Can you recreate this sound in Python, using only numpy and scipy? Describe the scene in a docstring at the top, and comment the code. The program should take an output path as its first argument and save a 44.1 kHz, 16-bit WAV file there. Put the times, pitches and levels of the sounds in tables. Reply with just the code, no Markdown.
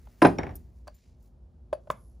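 """Punching leather at the bench

A hammer drives a steel punch through leather: one heavy double thud that shakes the workbench.
Loose snap fasteners jump and jingle, and a steel tool bounces to rest in quickening taps.
Tools are set down on the slab with knocks, over sleeve rustle and a small workshop's low hum."""
import sys
import numpy as np
from scipy import signal
from scipy.fft import rfft, irfft
from scipy.io import wavfile
from scipy.ndimage import uniform_filter1d

SR = 44100
rng = np.random.default_rng(int(sys.argv[2]) if len(sys.argv) > 2 else 0)


def master(y):
    """Save y as 16-bit WAV."""
    cut = np.clip(np.atleast_2d(y).T, -1, 1)
    pcm = np.round(cut * 32767)  # scale
    wavfile.write(sys.argv[1], SR, pcm.astype(np.int16))


N = 97020
T = np.arange(SR) / SR  # time after a hit, t/s


# hits of the blow and its rebound: t/s, thud/dB, bench/dB, slab/dB, crack/dB
BLOWS = [(0.2183, -17.5, -30.5, -18, -17), (0.2205, -4, -12, 3.5, -20), (0.2235, -3.5, 1.5, 1, -24),
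         (0.243, -12.5, -8.5, -4.5, -33), (0.2490, -4, 2.5, -2.5, -12.5), (0.2515, -2.5, -12, 4.5, -15.5),
         (0.2563, -7.5, 0.5, -7, -24.5), (0.2687, -12, -17, -13.5, -26)]
# body of the thud, the bench's dense ring: f/Hz, level/dB
THUD_COLOUR = [(40, -44.5), (80, -25.5), (160, -12.5), (320, -1), (620, -8), (780, -8), (1000, -16.5),
               (1300, -19), (2000, -17.5), (3300, -33), (5000, -41), (7500, -52), (10500, -50.5),
               (12500, -73.5), (14200, -59)]
# how long that body hangs on: f/Hz, t60/s
THUD_DECAY = [(80, 0.1), (300, 0.11), (1000, 0.15), (3000, .07), (12000, 0.28)]
# crack on the front of each hit: f/Hz, level/dB
CRACK_COLOUR = [(100, -37), (900, -3), (2400, 1), (4000, -20), (7000, -29), (15000, -42)]
# low notes of the bench: f/Hz, level/dB, t60/s
BENCH_MODES = [(230, -21, 0.095), (296.3, -19, 0.08), (330.1, -10, 0.11), (423.5, -15, 0.055)]
# ring of the slab under the leather: f/Hz, level/dB, t60/s
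SLAB_MODES = [(581.6, -22.5, 0.078), (638, -22, .07), (706.6, -23, .11), (852.6, -26, 0.07),
              (928, -24, 0.082), (1004.8, -21, 0.13), (1546, -23.5, .07), (1996, -33, 0.046),
              (2183, -36.5, 0.087), (2604, -30.5, 0.03)]
# the punch sings as the hammer leaves it: t/s, level/dB
PUNCH_RINGS = [(0.2235, -26.5), (0.2543, -30.5)]
# bright steel of the punch: f/Hz, level/dB, t60/s
PUNCH_MODES = [(3979, -5, 0.045), (5050, -1.5, .035), (5230, -4, .04)]
# deep shudder of the whole bench: f/Hz, level/dB, t60/s
SHUDDER_MODES = [(58.44, -34.5, .55), (104, -31, 0.43), (172, -19.5, 0.26)]

def hammer(low_cut_hz=160, shudder_s=0.243):
    """Each hit cracks and rings slab and bench; the bench shudders as the punch bottoms out."""
    out = np.zeros((2, N))
    for s, thud_db, bench_db, slab_db, crack_db in BLOWS:
        body = amp(-12.5) * tail(THUD_COLOUR, THUD_DECAY, size=12000, rise_cycles=1.2)
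        add(out, s, amp(thud_db) * body)
        add(out, s, amp(crack_db) * burst(CRACK_COLOUR, t60=0.022, rise_s=0.00035))
        add(out, s, amp(bench_db) * ring(BENCH_MODES, rise_s=0.00038, spread=0.2))
        add(out, s, amp(slab_db) * ring(SLAB_MODES, rise_s=0.00028))
    for s, db in PUNCH_RINGS:
        add(out, s, amp(db) * chatter(ring(PUNCH_MODES, rise_s=0.00076), rough=0.7))
    low_cut = signal.butter(2, low_cut_hz, "high", fs=SR, output="sos")
    heard = room(signal.sosfilt(low_cut, out), wet_db=-13, build_s=0.01)
    add(heard, shudder_s, ring(SHUDDER_MODES, rise_s=0.017, spread=0.3, size=SR))
    return heard


# tools set down on the slab: t/s, hollow ring/dB, hard ring/dB, clack/dB, tick/dB
KNOCKS = [(0.072, -54, -66, -49, -72), (0.8718, -37, -40.5, -44.5, -54),
          (0.8776, -44.5, -42.5, -51.5, -41.5), (0.8801, -33, -36, -38, -58),
          (1.7285, -10.5, -35, -27, -52.5), (1.8724, -36.5, -59, -53, -75), (1.902, -23, -7, -19, -33)]
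# the slab's lower, hollow ring: f/Hz, level/dB, t60/s
HOLLOW_MODES = [(606, 5, 0.031), (568, -22, .1), (644, -22.5, .07), (680, -11, 0.022), (845.5, -4.5, 0.023),
                (1013, -17, 0.027), (1530, -18.5, 0.021)]
# its higher, harder ring: f/Hz, level/dB, t60/s
HARD_MODES = [(165, -23.5, 0.043), (1042, -0.5, 0.018), (1150, -6.5, 0.016), (2110, -12.5, 0.01),
              (3450, -16.5, 0.009)]
# midrange clack of the landing: f/Hz, level/dB
CLACK_COLOUR = [(60, -21), (300, -1.5), (900, 8), (1600, 0.5), (2300, -6.5), (3500, -11.5), (4300, -19.5),
                (5600, -21), (8000, -32), (15000, -59)]
# crisp metal tick, also on the fasteners: f/Hz, level/dB
TICK_COLOUR = [(1000, -29), (4000, -5.5), (7000, 7), (10000, -4.5), (14000, -7), (16000, 3.5)]
# the tool rings until the hand damps it: t/s, shank/dB, tip/dB, t60/s
TOOL_RINGS = [(0.8775, -50.5, -72, 0.056), (1.73, -51.5, -55, .08), (1.901, -61, -50.5, 0.08)]
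# slap off nearby surfaces: delay/s, left gain, right gain
ECHOES = [(0.0126, 0.064, 0.05), (0.0181, 0.11, 0.015), (0.0216, .07, 0.03)]

def tool_knocks(shank_hz=4590, tip_hz=10470):
    """Steel meets the slab: a tick, a hollow knock and a thin ring, with close reflections."""
    rings, clacks = np.zeros((2, 2, N))
    for s, hollow_db, hard_db, clack_db, tick_db in KNOCKS:
        hollow = ring(HOLLOW_MODES, rise_s=0.0042, spread=0.57)
        add(rings, s, amp(hollow_db) * chatter(hollow, rough=0.15))
        add(rings, s, amp(hard_db) * ring(HARD_MODES, rise_s=0.0014, spread=0.19))
        add(clacks, s, amp(clack_db) * burst(CLACK_COLOUR, t60=0.022, rise_s=0.00036))
        add(clacks, s, amp(tick_db) * burst(TICK_COLOUR, t60=0.013, rise_s=0.000067))
    for s, shank_db, tip_db, t60 in TOOL_RINGS:
        steel = ring([(shank_hz, shank_db, t60), (tip_hz, tip_db, t60)], rise_s=0.00036)
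        add(rings, s, chatter(steel, rough=0.99))
    heard = room(rings, wet_db=-19, build_s=0.015) + room(clacks, wet_db=-12.5, build_s=0.0017)
    for delay, left, right in ECHOES:
        add(heard, delay, (rings + clacks) * np.array([[left], [right]]))
    return heard


# landings, closer and softer as the tool settles: t/s, ring/dB, tap/dB, bench/dB
BOUNCES = [(0.3850, -32.5, -24.5, -24), (0.4330, -50, -33.5, -31), (0.4672, -65, -38, -36.5),
           (0.4918, -61, -45.5, -40.5), (0.508, -65, -66.5, -43)]
# short ping of the steel rod: f/Hz, level/dB, t60/s
ROD_MODES = [(2030, 4, 0.012), (2230, -0.5, 0.031), (3670, -9, 0.054), (5560, 7, 0.022),
             (6950, -8.5, 0.018), (11200, -14.5, 0.011)]
# sharp tap of a landing: f/Hz, level/dB
TAP_COLOUR = [(600, -5.5), (1500, 0), (2150, 13), (2800, -4.5), (3600, -9), (4300, -23), (5600, -8),
              (7500, -29), (11000, -27.5), (15000, -48)]
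# dull bench rattle underneath: f/Hz, level/dB
RATTLE_COLOUR = [(30, -19), (60, -1.5), (180, 2), (340, 2.5), (520, -5), (760, 2.5), (1100, -10.5),
                 (1750, -8.5), (3000, -25), (6000, -40), (14000, -54)]

def bouncing_tool():
    """A steel rod lands again and again: a short ping, a tap and a rattle of the bench."""
    rod, bench = np.zeros((2, 2, N))
    for s, ring_db, tap_db, bench_db in BOUNCES:
        add(rod, s, amp(ring_db) * ring(ROD_MODES, rise_s=0.001, spread=0.36))
        add(rod, s, amp(tap_db) * burst(TAP_COLOUR, t60=0.017, rise_s=0.000095))
        add(bench, s, amp(bench_db) * burst(RATTLE_COLOUR, t60=0.12, rise_s=0.0022, size=12000))
    return room(rod, wet_db=-16.5, build_s=0.006) + room(bench, wet_db=-10.5, build_s=0.017)


# fasteners jumping on the slab: t/s, level/dB
JINGLES = [(0.2187, -37), (0.2275, -42), (0.2364, -41.5), (0.2505, -43.5), (0.268, -36.5)]
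# sparkle of a snap fastener: f/Hz, level/dB, t60/s
SNAP_MODES = [(9430, -4, .05), (9830, 1.5, .04), (10177, 0, 0.035), (14200, -13, 0.042)]
# tiny metal parts touching: t/s, ring/dB, tick/dB
TINKS = [(0.5543, -43, -51.5), (0.5626, -52.5, -49.5), (0.9436, -82, -65), (1.227, -73, -68),
         (1.9102, -55.5, -41.5)]
# their glassy ring: f/Hz, level/dB, t60/s
TINK_MODES = [(5240, -18, 0.039), (9580, -2, 0.055), (9850, -22, 0.021), (13350, 12, 0.033),
              (13800, 1, 0.049)]
# one fastener ringing freely: f/Hz, level/dB, t60/s
PING_MODES = [(7170, -2.5, 0.22), (9630, -13, 0.14), (11600, -8, 0.16), (13720, 1, 0.18)]

def fasteners(ping_s=0.9436):
    """Small metal parts jingle under the blow and clink afterwards."""
    out = np.zeros((2, N))
    for s, db in JINGLES:
        jingle = ring(SNAP_MODES, rise_s=0.00013, spread=0.8)
        add(out, s, amp(db) * chatter(jingle, rough=0.28))
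    for s, ring_db, tick_db in TINKS:
        tink = ring(TINK_MODES, rise_s=0.000374, spread=0.78)
        add(out, s, amp(ring_db) * chatter(tink, rough=0.9))
        add(out, s, amp(tick_db) * burst(TICK_COLOUR, t60=0.05, rise_s=0.00046))
    add(out, ping_s, amp(-62) * chatter(ring(PING_MODES, rise_s=0.0005), rough=0.4))
    return room(out, wet_db=-20, build_s=0.016)


# sleeve and leather sliding: peak t/s, length/s, level/dB, centre f/Hz, width/octaves
SWISHES = [(0.133, 0.98, -68.5, 4140, 4.5), (0.589, 0.18, -81, 6950, 1.03), (0.783, 0.079, -80, 7005, 1.14),
           (1.015, 0.23, -73, 4188, 0.93), (1.1, 0.058, -87, 5480, 0.88), (1.253, 0.1, -73, 9650, 1.5),
           (2.007, 0.42, -78, 6860, 0.7), (2.024, 0.19, -72, 11270, 0.12)]
# airy hiss of cloth: f/Hz, level/dB
CLOTH_COLOUR = [(500, -4), (2200, 3), (3200, -5), (4500, -0.5), (7000, -1), (8500, -6.5), (10500, -3.5),
                (12500, -17), (14200, 6.5), (16000, -13.5)]

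def sleeve(rough=0.21):
    """Cloth and leather brush past in soft, grainy swells."""
    t, hz = np.arange(N) / SR, np.fft.rfftfreq(N, 1 / SR)
    out = np.zeros((2, N))
    rustle = rfft(noise(CLOTH_COLOUR, N) * np.exp(rough * wobble(N, smooth=200)))
    for s, length, db, centre_hz, octaves in SWISHES:
        band = np.exp(-0.5 * (np.log2((hz + 1) / centre_hz) / octaves) ** 2)
        swell = np.exp(-(2 * (t - s) / length) ** 2)
        out += amp(db) * unit(irfft(rustle * band, N)) * swell
    return out


# low bed of room tone: f/Hz, level/dB
AIR_COLOUR = [(20, -34.5), (38, -9.5), (58, 2), (100, -11.5), (200, -18.5), (360, -27.5), (600, -29.5),
              (1000, -38.5), (2000, -52), (5000, -53), (10000, -60.5), (15500, -63)]
# notes of the workshop's hum: f/Hz, level/dB
HUM = [(53.8, -67.5), (59, -65), (241, -73), (360.7, -78)]

def workshop(air_db=-56, waver_hz=3.5, dip_s=1, dip_half_width_s=0.055, dip_db=-7):
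    """Low background rumble with a wavering hum; the level dips briefly."""
    t = np.arange(N) / SR
    out = amp(air_db) * noise(AIR_COLOUR, N)
    for hz, db in HUM:
        drift = waver_hz * wobble(N, smooth=6000)
        cycles = np.cumsum(hz + drift) / SR + rng.random()
        out += amp(db) * np.sqrt(2) * np.sin(2 * np.pi * cycles)
    dip = np.exp(-((t - dip_s) / dip_half_width_s) ** 2)
    return out * amp(dip_db * dip)


# tone of the reverb: f/Hz, level/dB
ROOM_COLOUR = [(50, 11.5), (150, 4.5), (400, -0.5), (1000, -5.5), (2500, 1.5), (6000, -0.5), (15000, 2)]
# its tail, longest in the bass: f/Hz, t60/s
ROOM_DECAY = [(60, 0.76), (200, 0.49), (600, 0.27), (2000, 0.22), (6000, 0.24), (14000, 0.13)]

def room(x, wet_db, build_s):
    """Adds the workshop's reverb, which builds up just after the direct sound."""
    build = 1 - np.exp(-(T / build_s) ** 2)
    echo = tail(ROOM_COLOUR, ROOM_DECAY, size=SR, rise_cycles=0.43) * build
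    wet = signal.fftconvolve(x, echo / np.linalg.norm(echo[0]), axes=1)[:, :N]
    return x + amp(wet_db) * wet


# stereo width of every noise and ring: f/Hz, side level/dB
WIDTH = [(60, -23), (200, -12.5), (380, -10), (700, -4.5), (1300, -3), (2400, -16), (4400, -23.5),
         (8000, -5), (15000, 1)]

def noise(colour, size):
    """Stereo noise of the given colour at rms 1, near mono in the bass."""
    hz = np.fft.rfftfreq(size, 1 / SR)
    mid, side = np.exp(2j * np.pi * rng.random((2, len(hz)))) * amp(read(colour, hz))
    side = side * amp(read(WIDTH, hz))
    return unit(irfft(np.array([mid + side, mid - side]), size))


def ring(modes, rise_s, spread=0.43, size=12000):
    """Damped modes; each reaches left and right slightly out of step."""
    t, out = T[:size], np.zeros((2, size))
    for k, (hz, db, t60) in enumerate(modes):
        skew = spread * (-1) ** k * amp(read(WIDTH, hz)) * np.array([[1], [-1]])
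        out += amp(db) * fade(t, t60) * np.sin(2 * np.pi * hz * t + skew)
    return out * (1 - np.exp(-t / rise_s))


def burst(colour, t60, rise_s, size=4096):
    """Many crowded modes, struck together and dying together."""
    t = T[:size]
    return noise(colour, size) * fade(t, t60) * (1 - np.exp(-t / rise_s))


def tail(colour, decay, size, rise_cycles):
    """Dense ringing: each band swells over its first cycles and dies at its own speed."""
    t, hz = T[:size], np.fft.rfftfreq(size, 1 / SR)
    spectrum = rfft(noise(colour, size))
    centres = [f for f, _ in decay]
    out = np.zeros((2, size))
    for share, (f, t60) in zip(np.eye(len(decay)), decay):
        band = irfft(spectrum * read(list(zip(centres, share)), hz), size)
        out += band * fade(t, t60) * (1 - np.exp(-t * f / rise_cycles))
    return out


def chatter(sound, rough):
    """Loose metal buzzes against what it lies on, which roughens its ring."""
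    flutter = wobble(sound.shape[1], smooth=60)
    return sound * (1 + rough * flutter) / np.sqrt(1 + rough ** 2)


def wobble(size, smooth):
    """Random movement at rms 1, averaged over `smooth` samples."""
    return unit(uniform_filter1d(rng.standard_normal(size), size=smooth))


def fade(t, t60):
    """Exponential decay by 60 dB in t60."""
    return np.exp(-np.log(1000) * t / max(t60, 1e-4))


def amp(db):
    """Decibels to gain."""
    return 10 ** (np.asarray(db) / 20)


def unit(x):
    """Scales to rms 1."""
    return x / np.sqrt(np.mean(x ** 2) + 1e-20)


def read(points, hz):
    """Reads a table on a log-frequency axis."""
    f, value = np.transpose(points)
    return np.interp(np.log(hz + 1), np.log(f + 1), value)


def add(mix, s, sound):
    """Mixes a stereo sound in at time s."""
    part = mix[:, max(round(s * SR), 0):][:, :sound.shape[1]]
    part += sound[:, :part.shape[1]]


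def scene():
    """Everything on and around the bench."""
    return hammer() + bouncing_tool() + fasteners() + tool_knocks() + sleeve() + workshop()


# microphone EQ: f/Hz, level/dB
MIC_COLOUR = [(15, -22), (30, -12.5), (50, 4), (7900, -3), (8500, -8), (9200, -1), (11300, -1),
              (12400, -18), (13500, -6), (15000, -3), (16000, -9)]

def record(dry):
    """Microphone colour, soft overload and a steep high cut."""
    hz = np.fft.rfftfreq(N, 1 / SR)
    coloured = irfft(rfft(dry) * amp(read(MIC_COLOUR, hz)), N)
    clipped = coloured / (1 + coloured ** 8) ** (1 / 8)
    high_cut = signal.firwin(511, cutoff=15900, window=("kaiser", 9), fs=SR)
    return signal.oaconvolve(clipped, high_cut[None], "same")


dry = scene()
out = record(dry)
master(out)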